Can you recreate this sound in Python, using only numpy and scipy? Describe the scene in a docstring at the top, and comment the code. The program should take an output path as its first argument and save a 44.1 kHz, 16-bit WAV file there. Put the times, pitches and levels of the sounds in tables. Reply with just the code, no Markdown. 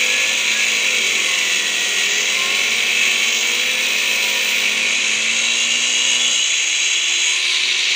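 """Angle grinder on a stone slab

Outdoors, close and dry on one microphone channel: a big angle grinder works the edge of a stone slab.
Each push drags the motor towards a lower speed, and it runs up as the disc comes free.
Shaft, fan and gear teeth whine at multiples of the motor speed. The uneven rim scrapes almost the same
pattern every turn, so the rasp buzzes at the disc's rate; guard and housing colour it, slab and trestle
knock under it, the steel blade rings in the cut and on after it lifts free, and short whistles glide."""
import sys
import numpy as np
from scipy import signal
from scipy.fft import rfft, irfft, next_fast_len
from scipy.io import wavfile
from scipy.ndimage import uniform_filter1d, minimum_filter1d, map_coordinates

SR = 44100
rng = np.random.default_rng(int(sys.argv[2]) if len(sys.argv) > 2 else 0)


def generate_wav(sig):
    """Save sig (samples, or channels by samples) to the path in sys.argv[1] as 16-bit PCM at SR."""
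    pcm = np.round(np.clip(np.atleast_2d(sig).T, -1, 1) * 32767).astype(np.int16)
    wavfile.write(sys.argv[1], SR, pcm)


N = 350595


def amp(db):
    """Decibels to gain."""
    return 10 ** (np.asarray(db) / 20)


def unit(x):
    """Scaled to rms 1."""
    return x / np.sqrt(np.mean(x ** 2) + 1e-20)


def curve(rows):
    """One value per sample from (time, value) rows, joined by straight lines."""
    times, values = np.transpose(rows)
    return np.interp(np.arange(N) / SR, times, values)


def wobble(rate):
    """A smooth random curve, rate knots a second."""
    knots = rng.standard_normal(int(N * rate / SR) + 4)
    return map_coordinates(knots, [np.arange(N) * rate / SR])


def held(start, end, ramp_s):
    """A gate 0-1 that opens around start and closes around end, each over ramp_s."""
    t = np.arange(N) / SR
    return np.clip(np.minimum(t - start, end - t) / ramp_s + 0.5, 0, 1)


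def filtered(x, response):
    """x times a response of frequency."""
    m = next_fast_len(N + SR // 4)
    return irfft(rfft(x, m) * response(np.fft.rfftfreq(m, 1 / SR)), m)[:N]


def coloured(x, points):
    """x through a (frequency, level) spectrum that falls away past its ends, at rms 1."""
    f, db = np.transpose(points)

    def response(hz):
        skirts = np.minimum(1, np.minimum(hz / f[0], f[-1] / (hz + 1))) ** 4
        return amp(np.interp(np.log(hz + 1), np.log(f), db)) * skirts

    return unit(filtered(x, response))


def ringing(x, modes):
    """x through (frequency, width, level) resonances of alternating sign, at rms 1."""
    def response(f):
        total = 0
        for k, (hz, width, db) in enumerate(modes):
            damping = 1j * f * width
            total = total + (-1) ** k * amp(db) * damping / (hz * hz - f * f + damping)
        return total

    return unit(filtered(x, response))


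def scrape(turns, repeat, wear_turns, size=512):
    """White rubbing noise; the share `repeat` comes round each turn and slowly wears into a new pattern."""
    keep = np.exp(-1 / max(wear_turns, 1))
    fresh = rng.standard_normal((int(turns[-1]) + 2, size))  # one row a turn, size points round the rim
    before = keep * rng.standard_normal((1, size))
    rim = signal.lfilter([np.sqrt(1 - keep ** 2)], [1, -keep], fresh, axis=0, zi=before)[0]
    pattern = unit(map_coordinates(rim.ravel(), [turns * size]))
    repeat = np.clip(repeat, 0, 1)
    return np.sqrt(repeat) * pattern + np.sqrt(1 - repeat) * rng.standard_normal(N)


def spray(patchy_db):
    """White noise in short-lived patches of random strength."""
    z = signal.stft(rng.standard_normal(N), nperseg=1024)[2]
    across_pitch = uniform_filter1d(rng.standard_normal(z.shape), size=4, axis=0)
    patches = uniform_filter1d(across_pitch, size=6, axis=1)
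    return signal.istft(z * amp(patchy_db * unit(patches)), nperseg=1024)[1][:N]


def runout(turns, once, twice):
    """The disc is not quite true: it presses harder once and twice a turn."""
    angle = 2 * np.pi * turns + 0.5 * wobble(1.96)
    return 1 + once * np.sin(angle) + twice * np.sin(2 * angle)


def bite(disc, flicker_db):
    """Grains catch and break away: the scraping flickers on top of the disc's sway."""
    flicker = amp(flicker_db * (0.68 * wobble(25) + wobble(220)))
    return unit(runout(disc, once=0.083, twice=0.062) * flicker)


def tone(turns, flutter_db, smear):
    """A line of rms 1 that wavers in strength and phase."""
    phase = 2 * np.pi * (turns + rng.random()) + smear * wobble(40)
    return unit(amp(flutter_db * wobble(16)) * np.sin(phase))


# each change in how hard the worker leans on the disc: (time [s], load [0-1])
LEANING = [(0.0, 0.406), (0.665, 0.775), (0.79, 1.0), (1.254, 0.895), (1.625, 0.818), (2.092, 0.575),
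           (2.953, 0.726), (3.377, 0.454), (4.209, 0.639), (4.921, 0.335), (5.578, 0.367), (6.387, 0.0),
           (7.343, 0.064)]
# the motor starts at START_HZ and settles towards FREE_HZ less SAG_HZ at full load, with the rotor's inertia
START_HZ, FREE_HZ, SAG_HZ, INERTIA_S = 231.8, 387.7, 243.1, 0.8
FIRM_LOAD, SEAT_S = 0.39, 0.12  # load at which the rim sits fully on the stone; time to seat or lift


def drive():
    """Motor speed in Hz and rim contact 0-1: each change of load draws the speed towards a new level."""
    t, speed_hz, load, before = np.arange(N) / SR, np.zeros(N), np.zeros(N), 0
    for start, now in LEANING:
        approach = 1 - np.exp(-np.maximum(t - start, 0) / INERTIA_S)
        speed_hz -= SAG_HZ * (now - before) * approach
        load[t >= start] = before = now
    speed_hz += FREE_HZ + (START_HZ - FREE_HZ) * np.exp(-t / INERTIA_S)
    seated = np.clip(load / FIRM_LOAD, 0, 1)
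    return speed_hz, np.abs(uniform_filter1d(seated, size=int(SEAT_S * SR)))


# colour of the low bed under the bench: (frequency [Hz], relative level [dB])
RUMBLE_COLOUR = [(20, -7), (45, -9), (68, 1.5), (100, 1.5), (125, 7), (160, -2), (300, 5), (1000, -40)]


def rumble(contact):
    """Low noise, steadily coloured, that swells as the rim presses and wavers slowly."""
    level_db = -56.5 + 8.2 * (contact - 1) + 3.5 * wobble(7)
    return amp(level_db) * coloured(rng.standard_normal(N), RUMBLE_COLOUR)


# the rim's knocking at full contact, before the trestle: (multiple of the disc's rate, mid level [dB])
RIM_KNOCKS = [(3, -47), (4, -49.5), (5, -59.5), (6, -58), (7, -55.5), (8, -48), (9, -48.5), (10, -45),
              (11, -52.5), (12, -49), (13, -55.5), (18, -46.5)]
# how well slab and trestle radiate the knocking: (frequency [Hz], gain [dB])
TRESTLE_GAIN = [(140, -24), (195, -6.5), (222, 6.5), (238, 7), (265, -4), (350, -4.5), (400, 1), (450, -5),
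                (505, 5.5), (570, -4.5), (800, -15), (925, -7), (980, 0.5), (1060, -1)]
KNOCK_SOFT_DB = 2  # loss per multiple as the contact lightens


def knocking(disc, contact):
    """The pressed rim knocks slab and trestle at low multiples of the disc's rate."""
    knock = np.zeros(N)
    for multiple, db in RIM_KNOCKS:
        level_db = db - KNOCK_SOFT_DB * multiple * (1 - contact) + 1.6 * wobble(2.5)
        knock += amp(level_db) * tone(round(multiple) * disc, flutter_db=1, smear=0.1)
    # each multiple swells as it glides through a resonance
    radiated = filtered(knock, lambda hz: amp(np.interp(hz, *np.transpose(TRESTLE_GAIN))))
    return contact * np.clip(2 * contact, 0, 1) * radiated


# each whine swells as its pitch glides through the resonances of the body
# the shaft's hum: (frequency [Hz], level [dB])
HUM_SWELL = [(190, -52.5), (225, -45.5), (242, -45.5), (254, -53.5), (265, -63), (300, -60), (335, -52.5),
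             (367, -47.5)]
# the fan's whine, before the disc's sway: (frequency [Hz], level [dB])
FAN_SWELL = [(1900, -32.5), (2100, -29.5), (2300, -33), (2550, -29.5), (2780, -26), (2930, -24),
             (3100, -40), (3670, -36)]
# the gear's whine, before the disc's sway: (frequency [Hz], level [dB])
GEAR_SWELL = [(2650, -38), (3150, -32.5), (3400, -37), (3600, -43), (3860, -25.5), (4050, -46), (4300, -45)]
FAN_BLADES, PINION_TEETH, WHEEL_TEETH, SLOTS = 10, 14, 66, 16


def motor(shaft, disc, speed_hz, contact):
    """Unbalance hums; fan blades, gear teeth and armature slots whine, swayed by each turn of the disc."""
    def swell(table, multiple):
        return amp(np.interp(multiple * speed_hz, *np.transpose(table)))

    hum = swell(HUM_SWELL, 0.99) * tone(shaft, flutter_db=1.0, smear=0.08)
    fan = swell(FAN_SWELL, FAN_BLADES) * tone(FAN_BLADES * shaft, flutter_db=1.8, smear=0.35)
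    gears = swell(GEAR_SWELL, PINION_TEETH) * tone(PINION_TEETH * shaft, flutter_db=1.2, smear=0.4)
    # the slots sing only while the motor draws current against the load
    slots = amp(-40.5) * contact * tone(SLOTS * shaft, flutter_db=2.0, smear=0.3)
    return hum + (fan + gears + slots) * runout(disc, once=0.38, twice=0.53)


# short whistles that glide and fade, mostly machine multiples swelling as they pass resonances:
# (start [s], end [s], start pitch [Hz], end pitch [Hz], level at mid-whistle [dB])
GLIDING_WHISTLES = [(0, 0.347, 1660, 1747, -32), (0.249, 0.702, 3480, 3697, -35),
                    (0.492, .75, 1660, 1690, -37.5), (1.079, 1.51, 1115, 1064, -38),
                    (2.3, 2.624, 1027, 1105, -37), (3.602, 4.1, 1705, 1804, -37.5),
                    (3.956, 4.644, 995, 952, -41), (5.946, 6.6, 3375, 3440, -30.5),
                    (7.202, 7.9, 1066, 994, -44)]


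def whistles():
    """Short wavering tones, each gliding a little in pitch as it swells and fades."""
    t, out = np.arange(N) / SR, np.zeros(N)
    for start, end, start_hz, end_hz, db in GLIDING_WHISTLES:
        along = np.clip((t - start) / (end - start), 0, 1)
        hz = start_hz + (end_hz - start_hz) * along
        swell = np.sqrt(np.abs(np.sin(np.pi * along)))
        out += amp(db) * swell * tone(np.cumsum(hz) / SR, flutter_db=4.5, smear=0.46)
    return out


# stretches in which the steel blade rings strongly, in the cut and on after it lifts free:
# (start [s], end [s], strength [0-1])
RINGING_STRETCHES = [(-0.2, 2.35, 0.43), (2.92, 3.55, 0.46), (4.85, 5.28, 0.45), (5.28, 5.85, 0.68),
                     (5.85, 6.5, 1), (6.5, 7.38, 0.9)]


def blade_strength():
    """Strength 0-1 of the blade's ring, ramped in and out over 0.12 s."""
    return sum(strength * held(start, end, 0.12) for start, end, strength in RINGING_STRETCHES)


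# moments when the rim skims instead of biting, with less dust and more grit: (start [s], end [s])
SKIM_MOMENTS = [(2.07, 2.3), (3.27, 3.44)]


def skimming():
    """Gate 0-1 of the rim's skims, ramped over 0.086 s."""
    return sum(held(start, end, 0.086) for start, end in SKIM_MOMENTS)


# colour of the top hiss: (frequency [Hz], relative level [dB])
HISS_COLOUR = [(13200, -33), (13900, -20), (14300, -7), (14650, 0), (15000, 0), (15500, -2), (16000, -9)]
# course of the top hiss, before the trim: (time [s], level [dB])
HISS_COURSE = [(0.0, -41), (0.13, -43), (2.68, -42), (4.56, -36), (4.96, -55), (7.88, -56), (7.95, -56)]
HISS_TRIM_DB = 0.8


def top_hiss():
    """A thin band of nearly even noise at the very top."""
    return amp(HISS_TRIM_DB + curve(HISS_COURSE)) * coloured(spray(patchy_db=0.5), HISS_COLOUR)


# colour of the dust: (frequency [Hz], relative level [dB])
DUST_COLOUR = [(6500, -11), (7800, 2.5), (8600, 3), (9100, -4), (9700, -6.5), (10100, -12.5),
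               (10800, -13.5), (11500, -19.5), (12500, -20.5), (13600, -26), (16000, -32)]
DUST_DB, DUST_CONTACT_DB, DUST_SKIM_DB = -41, 4, -4.5  # disc free; added by full contact; by a skim
PUFF_START_S, PUFF_END_S, PUFF_DB = 7.2, 7.62, 4  # the freed disc brushes the stone: a puff of dust


def dust(contact, skim):
    """Thrown dust is a patchy spray of high noise, stronger under contact and in the puff."""
    puff = held(PUFF_START_S, PUFF_END_S, ramp_s=0.15)
    level_db = DUST_DB + DUST_CONTACT_DB * contact + DUST_SKIM_DB * skim + PUFF_DB * puff
    return amp(level_db) * coloured(spray(patchy_db=2.5), DUST_COLOUR)


# colour of the fan air: (frequency [Hz], relative level [dB])
AIR_COLOUR = [(250, -31), (1800, -21), (2500, -6), (2850, 0.5), (3150, -1.5), (3400, 0.5), (3640, -15),
              (3880, -2.5), (4020, -2), (4230, -28), (5200, -32)]
AIR_DB, AIR_RING_DB = -23.5, 3  # base level; a ringing blade feeds the 3 kHz rush
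RACING_HZ, RACING_AIR_DB_PER_HZ = 308, 0.04  # above this motor speed the fan air grows


def fan_air(disc, speed_hz, contact, ring):
    """The fan's rush is noise that grows as the motor races and partly repeats each turn."""
    racing_hz = np.maximum(speed_hz - RACING_HZ, 0)
    level_db = AIR_DB + RACING_AIR_DB_PER_HZ * racing_hz + AIR_RING_DB * ring
    return amp(level_db) * coloured(scrape(disc, 0.1 * contact + 0.13, wear_turns=12.6), AIR_COLOUR)


# colour of the grit: (frequency [Hz], relative level [dB])
GRIT_COLOUR = [(4400, -24), (4750, -1.5), (5100, -7.5), (5500, -2), (5900, 1), (6350, 1.5), (6900, -0.5),
               (7300, -2.5), (7900, -19), (9000, -37.5)]
GRIT_DB, GRIT_SKIM_DB = -28, 2  # base level; added by a skim


def grit(disc, contact, skim):
    """Grit gives a wavering high scrape, stronger in a skim."""
    level_db = GRIT_DB + GRIT_SKIM_DB * skim + 0.74 * wobble(3.73)
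    return amp(level_db) * coloured(scrape(disc, 0.17 * contact, wear_turns=6.6), GRIT_COLOUR)


# bending modes of the steel blade: (frequency [Hz], width [Hz], relative level [dB])
BLADE_MODES = [(6310, 260, -10.5), (6675, 137, -2), (7616, 200, -10)]
RING_DB, RING_IDLE_DB = -23, -51.5  # ring at full strength, over the constant idle ring


def blade_ring(disc, strength):
    """Noise excites the blade's bending modes, loud in its ringing stretches and faint between."""
    excited = ringing(scrape(disc, 0.11, wear_turns=8.8), BLADE_MODES)
    blade = coloured(excited, [(5000, -10), (6200, -1), (7700, -1.5), (8600, -21)])
    return (amp(RING_DB) * strength + amp(RING_IDLE_DB)) * blade


# colour of the bright rasp at the open side: (frequency [Hz], relative level [dB])
OPEN_COLOUR = [(3300, -10), (3680, 6.5), (4150, 3.5), (4400, 0), (4650, 1.5), (5000, -20)]
OPEN_DB, OPEN_RING_DB = -30.5, -5.5  # base level; a ringing blade thins it
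GRAZE_S, GRAZE_RISE_S, GRAZE_DB = 7.42, 0.2, 7  # the racing disc grazes the slab's face; how fast, how much


def bright_rasp(disc, ring):
    """The open side lets out a bright scrape, stronger as the disc grazes the slab's face."""
    level_db = OPEN_DB + GRAZE_DB * held(GRAZE_S, np.inf, GRAZE_RISE_S) + OPEN_RING_DB * ring
    return amp(level_db) * coloured(scrape(disc, 0.12, wear_turns=5.7), OPEN_COLOUR)


# colour of the slab: (frequency [Hz], relative level [dB])
SLAB_COLOUR = [(90, -31), (165, -20.5), (210, -4), (300, -3), (400, 3.5), (510, 2), (620, -0.5), (750, 0.5),
               (880, -6), (1250, -9.5), (1700, -14), (2100, -17)]
SLAB_DB, SLAB_CONTACT_DB, SLAB_RING_DB = -45, 6.5, -3.5  # disc free; added by contact; by the blade's ring


def slab_drone(disc, contact, ring):
    """The slab answers the scraping with a low drone, thinned while the blade rings in contact."""
    level_db = SLAB_DB + SLAB_CONTACT_DB * contact + SLAB_RING_DB * ring * contact
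    return amp(level_db) * coloured(scrape(disc, 0.32 * contact, wear_turns=7.6), SLAB_COLOUR)


# resonances of the gear housing: (frequency [Hz], width [Hz], relative level [dB])
HOUSING_MODES = [(975, 29, -0.5), (1109, 64, 0.5), (1410, 88, -1), (1818, 75, 2.5)]
HOUSING_DB, HOUSING_CONTACT_DB = -40, 3.5  # disc free; added by full contact
HOUSING_FOLLOWS = 0.37  # share of the rasp's swings that the housing takes part in


def housing_rasp(disc, contact, rasp_db):
    """The scraping rings the gear housing's resonances."""
    swings_db = rasp_db - rasp_db.mean()
    level_db = HOUSING_DB + HOUSING_CONTACT_DB * contact + HOUSING_FOLLOWS * swings_db
    rung = ringing(scrape(disc, 0.23 * contact + 0.14, wear_turns=8.2), HOUSING_MODES)
    return amp(level_db) * coloured(rung, [(850, 0), (1950, 0)])


# colour of the guard: (frequency [Hz], relative level [dB])
GUARD_COLOUR = [(900, -38), (1600, -22.5), (1800, -11), (1980, -10), (2200, 0), (2300, 2.5), (2450, -2.5),
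                (2650, 2.5), (2850, -12.5), (3200, -23), (4200, -31)]
GUARD_TRIM_DB = -0.37


def guard_rasp(disc, contact, rasp_db):
    """The guard colours the rim's scraping into a mid rasp."""
    rubbed = scrape(disc, 0.25 * contact, wear_turns=8.9)
    return amp(GUARD_TRIM_DB + rasp_db) * coloured(rubbed, GUARD_COLOUR)


# course of the guard's rasp, before its trim: (time [s], level [dB])
RASP_COURSE = [(0.0, -19), (0.42, -22), (0.68, -19.5), (1.78, -23.5), (2.88, -20), (3.3, -20.5),
               (3.41, -27.5), (3.43, -21), (4.82, -21), (6.45, -26), (6.51, -22.5), (7.06, -23.5),
               (7.9, -20.5)]


def grinding(disc, speed_hz, contact):
    """The rim scrapes the slab: drone below, rasp of housing and guard, then air, grit, ring and dust."""
    rasp_db = curve(RASP_COURSE)
    strength = blade_strength()
    ring = strength ** 2  # how far the blade's ring sways the other layers
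    skim = skimming()
    treble = top_hiss() + dust(contact, skim) + fan_air(disc, speed_hz, contact, ring)
    treble += grit(disc, contact, skim) + blade_ring(disc, strength) + bright_rasp(disc, ring)
    low = slab_drone(disc, contact, ring) + housing_rasp(disc, contact, rasp_db)
    guard = bite(disc, flicker_db=1.03) * guard_rasp(disc, contact, rasp_db)
    return low + guard + bite(disc, flicker_db=0.74) * treble


def scene():
    """The load sets the motor's speed, whose angle drives the tones; the bevel gear turns the disc."""
    speed_hz, contact = drive()
    shaft = np.cumsum(speed_hz * (1 + 0.00078 * wobble(12))) / SR  # in turns
    disc = shaft * PINION_TEETH / WHEEL_TEETH
    bench = rumble(contact) + knocking(disc, contact)
    machine = motor(shaft, disc, speed_hz, contact)
    return (bench + machine + whistles() + grinding(disc, speed_hz, contact))[None]


TOP_HZ = 15550  # the microphone channel's band limit


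def record(dry):
    """A fast limiter rounds the highest peaks; nothing is kept above the band limit."""
    needed = np.minimum(1, 0.58 / (np.abs(dry[0]) + 1e-9))
    gain = uniform_filter1d(minimum_filter1d(needed, size=151), size=151)
    return filtered(dry[0] * gain, lambda hz: hz < TOP_HZ)[None]


dry = scene()
out = record(dry)
generate_wav(out)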